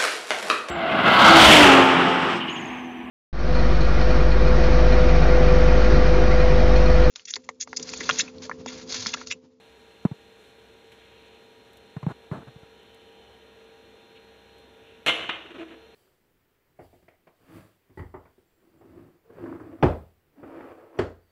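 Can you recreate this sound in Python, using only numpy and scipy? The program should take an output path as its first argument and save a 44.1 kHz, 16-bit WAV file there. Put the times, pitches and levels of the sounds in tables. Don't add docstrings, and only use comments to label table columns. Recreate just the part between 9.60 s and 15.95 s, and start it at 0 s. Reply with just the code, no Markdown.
import sys
import numpy as np
from scipy import signal
from scipy.fft import rfft, irfft
from scipy.io import wavfile

SR = 44100
rng = np.random.default_rng(int(sys.argv[2]) if len(sys.argv) > 2 else 0)


def wav_out(sig):
    wavfile.write(sys.argv[1], SR, np.round(np.clip(np.atleast_2d(sig).T, -1, 1) * 32767).astype(np.int16))


N = 279990
TIME = np.arange(N) / SR

# f/Hz, density/dB
METAL_SPECTRUM = [(40, -34), (120, -21), (280, -4), (450, -6.5), (700, -9), (1400, -4.5), (2000, -4.5),
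                  (3000, 0.5), (3700, -11), (4600, -12.5), (7000, -6.5), (11000, -15.5), (15000, -17)]


def from_db(db):
    return 10 ** (np.asarray(db) / 20)


def unit_rms(x):
    return x / np.sqrt(np.mean(x ** 2) + 1e-20)


def at_hz(points, hz):
    points = np.array(points)
    return np.interp(np.log(np.maximum(hz, 1)), np.log(points[:, 0]), points[:, 1])


def coloured(x, spectrum):
    hz = np.arange(len(x) // 2 + 1) * SR / len(x)
    return unit_rms(irfft(rfft(x) * from_db(at_hz(spectrum, hz)), len(x)))


def butter(x, hz, kind, order=2):
    edges_hz = np.clip(hz, 10, .47 * SR)
    return signal.sosfilt(signal.butter(order, edges_hz, kind, fs=SR, output="sos"), x + 1e-18)


def resonate(x, hz, width_hz):
    r = np.exp(-np.pi * width_hz / SR)
    feedback = [1, -2 * r * np.cos(2 * np.pi * hz / SR), r * r]
    return signal.lfilter(np.array([1, 0, -1]) * (1 - r * r) / 2, feedback, x + 1e-18)


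def noise_band(size, hz, width_hz):
    return unit_rms(resonate(resonate(rng.standard_normal(size), hz, width_hz), hz, width_hz))


def fade(t, t60_s):
    return np.exp(-np.log(1000) * t / t60_s)


def drift(knots_per_s):
    knots = rng.standard_normal(2048)
    return np.interp(TIME * knots_per_s, np.arange(len(knots)), knots)


def grains(per_s, spread_db, size=N):
    clicks = (rng.random(size) < per_s / SR) * rng.choice([-1, 1], size)
    return clicks * from_db(spread_db * rng.standard_normal(size))


def stroke(t, length_s, edge_s):
    return (1 - np.exp(-t / edge_s)) * np.exp(-np.maximum(t - length_s, 0) / edge_s)


def add(track, start_s, sound):
    i = round(start_s * SR)
    track[i:i + len(sound)] += sound[:N - i]


def flame_and_air(level_db=-55.5):
    # f/Hz, density/dB
    air_spectrum = [(25, -20), (45, -9), (68, -14.5), (100, -2.5), (150, -10.5), (230, -4.5), (290, -6.5),
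                    (430, 1), (620, -9), (1200, -14), (2100, -14), (3000, -11.5), (4500, -20),
                    (8000, -19.5), (11000, -19.5), (15000, -21.5)]
    return from_db(level_db) * coloured(rng.standard_normal(N), air_spectrum)


def motor_hum(mains_hz=50.02, waver_db=1.6):
    # multiple of mains, level/dB
    harmonics = [(4, -71.5), (5, -72.5), (9, -58.5), (10, -72), (11, -73.5), (12, -73), (14, -77),
                 (16, -69), (19, -70), (25, -82.5), (28, -76), (30, -78.5), (32, -77.5), (33, -75),
                 (34, -79), (37, -75.5), (48, -77.5), (54, -78), (71, -72), (74, -78), (76, -79.5)]
    # f/Hz, width/Hz, level/dB
    bands = [(66.7, 6.4, -69), (5800, 870, -65)]
    out = np.zeros(N)
    for k, db in harmonics:
        amplitude = np.sqrt(2) * from_db(db + waver_db * drift(7))
        phase = 2 * np.pi * (k * mains_hz * TIME + rng.random()) + 0.083 * drift(4.6)
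        out += amplitude * np.sin(phase)
    return out + sum(from_db(db) * noise_band(N, hz, width_hz) for hz, width_hz, db in bands)


def motor_whine(waver_db=1.0, waver_hz=2.2):
    # f/Hz, level/dB re strongest
    lines = [(4153, 0), (4203, -13.5), (4253, -11.5)]
    # t/s, level/dB
    envelope = [(0, -71.5), (3.9, -72.5), (4.4, -72.5), (5, -69.5), (5.2, -82), (6.05, -80), (6.2, -71)]
    level_db = np.interp(TIME, *np.transpose(envelope)) + waver_db * drift(4.2)
    wander_cycles = np.cumsum(waver_hz * drift(5)) / SR
    tones = sum(from_db(db) * np.sin(2 * np.pi * (hz * TIME + wander_cycles + rng.random()))
                for hz, db in lines)
    return np.sqrt(2) * from_db(level_db) * tones


def sizzle(start_db=-58, db_per_s=-1.26):
    # f/Hz, density/dB
    frying_spectrum = [(800, -9), (2200, 6.5), (3500, 2), (4800, 8), (7000, 10.5), (11000, 2.5),
                       (15000, -14)]
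    bursts = coloured(grains(per_s=5000, spread_db=3.3), frying_spectrum)
    return from_db(start_db + db_per_s * TIME) * bursts


def knocks(light_hz=117, rise_hz=84, stiffening=3.3, settle_s=.0012, tail_db=-30):
    # t/s, level/dB, length/s, tick/dB re thud
    blows = [(0.451, -9, 0.0058, -17.5), (0.5132, -24.5, 0.0077, -15.5), (2.3646, -25.5, 0.0085, -9.5),
             (2.4292, -29, 0.013, -6), (2.465, -15.5, 0.0092, -19.5), (2.7143, -21.5, 0.0078, -12.5),
             (2.87, -40, 0.017, -12), (2.959, -38.5, 0.0068, -11), (3.031, -40.5, 0.003, -8)]
    # f/Hz, density/dB
    tick_spectrum = [(200, -0.5), (600, -0.5), (900, 5), (1450, -7), (1900, -10), (3500, -24.5),
                     (7000, -20.5), (15000, -31)]
    out, t = np.zeros(N), TIME[:SR // 8]
    for start_s, db, length_s, tick_db in blows:
        hz = light_hz + rise_hz * np.sqrt(from_db(db))
        phase = 2 * np.pi * hz * (t + stiffening * settle_s * (1 - np.exp(-t / settle_s)))
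        swell = np.sqrt(t / length_s) * np.exp(-(t / length_s) ** 2.3 / 2)
        thud = -np.cos(phase) * (swell / swell.max() + from_db(tail_db) * fade(t, t60_s=0.11))
        tick_envelope = fade(t, t60_s=0.052) * (1 - np.exp(-t / 0.00042))
        tick = coloured(rng.standard_normal(len(t)), tick_spectrum) * tick_envelope
        add(out, start_s, from_db(db) * (butter(thud, 1500, "low") + from_db(tick_db) * tick))
    return out


def ticks():
    # t/s, level/dB, f/Hz, t60/s
    touches = [(0.452, -45, 9000, .03), (1.319, -49, 8000, 0.13), (1.319, -47, 2500, 0.061),
               (2.132, -45, 9000, .04), (2.17, -42, 9500, 0.033), (3.2317, -48, 8000, .015),
               (3.3454, -41.5, 9500, .02), (4.982, -53, 10000, .1)]
    out, t = np.zeros(N), TIME[:SR // 5]
    for start_s, db, hz, t60_s in touches:
        noise = butter(rng.standard_normal(len(t)), [hz / np.sqrt(2), hz * np.sqrt(2)], "band", order=1)
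        add(out, start_s, from_db(db) * fade(t, t60_s) * unit_rms(noise))
    return out


def hisses(edge_share=0.16):
    # t/s, length/s, level/dB, f/Hz, width/Hz
    swells = [(.78, 0.15, -59, 7000, 9000), (1.33, 0.51, -61.5, 2500, 1900), (3.048, 0.88, -65, 3030, 260),
              (3.547, 0.28, -66, 786, 130), (4.548, 0.038, -57, 2580, 1600),
              (5.218, 0.17, -61.5, 2670, 900)]
    out, t = np.zeros(N), TIME[:2 * SR]
    for start_s, length_s, db, hz, width_hz in swells:
        envelope = np.clip(np.minimum(t, length_s - t) / (edge_share * length_s), 0, 1)
        add(out, start_s, from_db(db) * envelope * noise_band(len(t), hz, width_hz))
    return out


def rubs():
    # t/s, length/s, initial level/dB, slope/(dB/s)
    contacts = [(2.478, 0.04, -37.5, 70), (2.717, 0.077, -33, -125), (2.796, 0.037, -47, -30),
                (2.87, 0.015, -43.5, -30)]
    # f/Hz, density/dB
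    rub_spectrum = [(40, -22), (130, 5), (450, -3.5), (800, -4), (1400, -9), (2000, -19.5), (3000, -28.5),
                    (5000, -28.5), (8000, -24.5), (15000, -39)]
    out, t = np.zeros(N), TIME[:SR // 8]
    for start_s, length_s, db, db_per_s in contacts:
        pressure = from_db(db + db_per_s * np.minimum(t, length_s)) * stroke(t, length_s, edge_s=0.005)
        catches = grains(per_s=9000, spread_db=1.7, size=len(t))
        add(out, start_s, pressure * coloured(catches, rub_spectrum))
    return out


def bounces(first_touch_db=-1, hardness_kept=0.89, jitter=.08):
    # t/s, count, gap/s, level/dB, cutoff/Hz, weight on stove/dB
    landings = [(5.4624, 6, 0.0063, -17, 12500, -15), (5.592, 4, .016, -29.5, 3080, 0),
                (5.6913, 2, .0033, -20, 3440, -18)]
    for start_s, count, gap_s, db, cutoff_hz, weight_db in landings:
        yield start_s, db + first_touch_db, cutoff_hz, weight_db
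        for k in range(1, round(count)):
            delay_s = gap_s * (k + jitter * rng.standard_normal())
            yield start_s + delay_s, db, cutoff_hz * hardness_kept ** k, weight_db


def clatter(ring_db=-20.5, body_hz=135, body_db=-12, blur_hz=22):
    # f/Hz, level/dB, t60/s
    pan_modes = [(251, -12, 0.3), (327, -12, 0.11), (552, -8.5, 0.57), (664, -6.5, 0.46), (731, -3.5, 0.2),
                 (1090, -12, 0.36), (1190, -7, 0.24), (1242, -5, 0.25), (1391, -5, 0.21), (1590, -5, 0.2),
                 (1984, -3, 0.18), (2126, 5, 0.2), (2330, -3, 0.34), (2567, -6, 0.38), (2630, -2, 0.34),
                 (2720, 0, 0.22), (2846, 7, 0.17), (2920, 4.5, 0.24), (3025, 0.5, 0.3), (3030, 8, 0.17),
                 (3117, 1, 0.27), (3280, 1, 0.24), (3500, -7, 0.28), (3380, 1, 0.22), (3670, 0, 0.27),
                 (6336, -12, .15), (8215, -14, .12), (10450, 5, 0.14), (11500, 2, .1)]
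    hz, mode_db, t60_s = np.array(pan_modes).T
    out, t = np.zeros(N), TIME[:SR // 2]
    for start_s, db, cutoff_hz, weight_db in bounces():
        phase_steps = rng.standard_normal((len(hz), len(t))) * np.sqrt(2 * np.pi * blur_hz / SR)
        phase = 2 * np.pi * hz[:, None] * t + np.cumsum(phase_steps, axis=1)
        modes = np.sin(phase) * fade(t, t60_s[:, None])
        strengths = from_db(mode_db + ring_db + rng.standard_normal(len(hz)))
        ring = (strengths * rng.choice([-1, 1], len(hz))) @ modes
        crash = coloured(rng.standard_normal(len(t)), METAL_SPECTRUM) * fade(t, t60_s=0.056)
        body = from_db(weight_db + body_db) * np.sin(2 * np.pi * body_hz * t) * fade(t, t60_s=0.042)
        add(out, start_s, from_db(db) * (butter(crash + ring, cutoff_hz, "low") + body))
    return out


def slides(jitter=0.128, grit_db=-24, grit_follows=0.53):
    # t/s, length/s, slip rate/Hz, level/dB
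    jerks = [(5.849, 0.015, 356, -45.5), (5.896, 0.025, 370, -47.5), (5.94, 0.032, 270, -44),
             (5.978, 0.055, 332, -38), (6.08, 0.038, 335, -51), (6.119, 0.027, 240, -50)]
    out, t = np.zeros(N), TIME[:SR // 6]
    for start_s, length_s, slip_hz, db in jerks:
        cycles = np.cumsum(slip_hz * (1 + jitter * drift(250)[:len(t)])) / SR
        slips = np.diff(np.floor(cycles), prepend=0)
        support = resonate(slips, 317, width_hz=105) - from_db(-8) * resonate(slips, 645, width_hz=89)
        groan = from_db(db) * unit_rms(butter(support, 1100, "low"))
        puffs = coloured(rng.standard_normal(len(t)), METAL_SPECTRUM) * np.exp(-3 * (cycles % 1))
        grit = from_db(grit_db + grit_follows * db) * unit_rms(butter(puffs, 1700, "low", order=1))
        add(out, start_s, stroke(t, length_s, edge_s=0.0041) * (groan + grit))
    return out


def kitchen_reverb(x, build_s=0.0071):
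    # f/Hz, t60/s
    room_decay = [(100, 0.49), (400, 0.94), (1200, 0.76), (2800, 0.46), (4000, 0.97), (7000, 0.5),
                  (14000, 0.57)]
    response, t = np.zeros(SR), TIME[:SR]
    edges_hz = np.geomspace(90, 17000, 12)
    for low_hz, high_hz in zip(edges_hz, edges_hz[1:]):
        band = butter(rng.standard_normal(SR), [low_hz, high_hz], "band")
        response += band * fade(t, at_hz(room_decay, np.sqrt(low_hz * high_hz)))
    response *= 1 - np.exp(-t / build_s)
    return signal.fftconvolve(x, response / np.linalg.norm(response))[:N]


def scene():
    metal, sliding = clatter(), slides()
    room = kitchen_reverb(from_db(-8) * metal + from_db(-11) * sliding)
    close = knocks() + rubs() + ticks() + sizzle() + hisses()
    background = flame_and_air() + motor_hum() + motor_whine()
    return (metal + sliding + room + close + background)[None]


def record(dry, treble_db=-15, step_hz=(4270, 4500), bass_hz=42, cutoff_hz=15500):
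    hz = np.arange(N // 2 + 1) * SR / N
    shelf_db = np.interp(hz, step_hz, [0, treble_db])
    shelved = irfft(rfft(dry) * from_db(shelf_db), N)
    top_cut = signal.ellip(10, .2, 70, cutoff_hz, fs=SR, output="sos")
    return signal.sosfilt(top_cut, butter(shelved, bass_hz, "high"))


dry = scene()
out = record(dry)
wav_out(out)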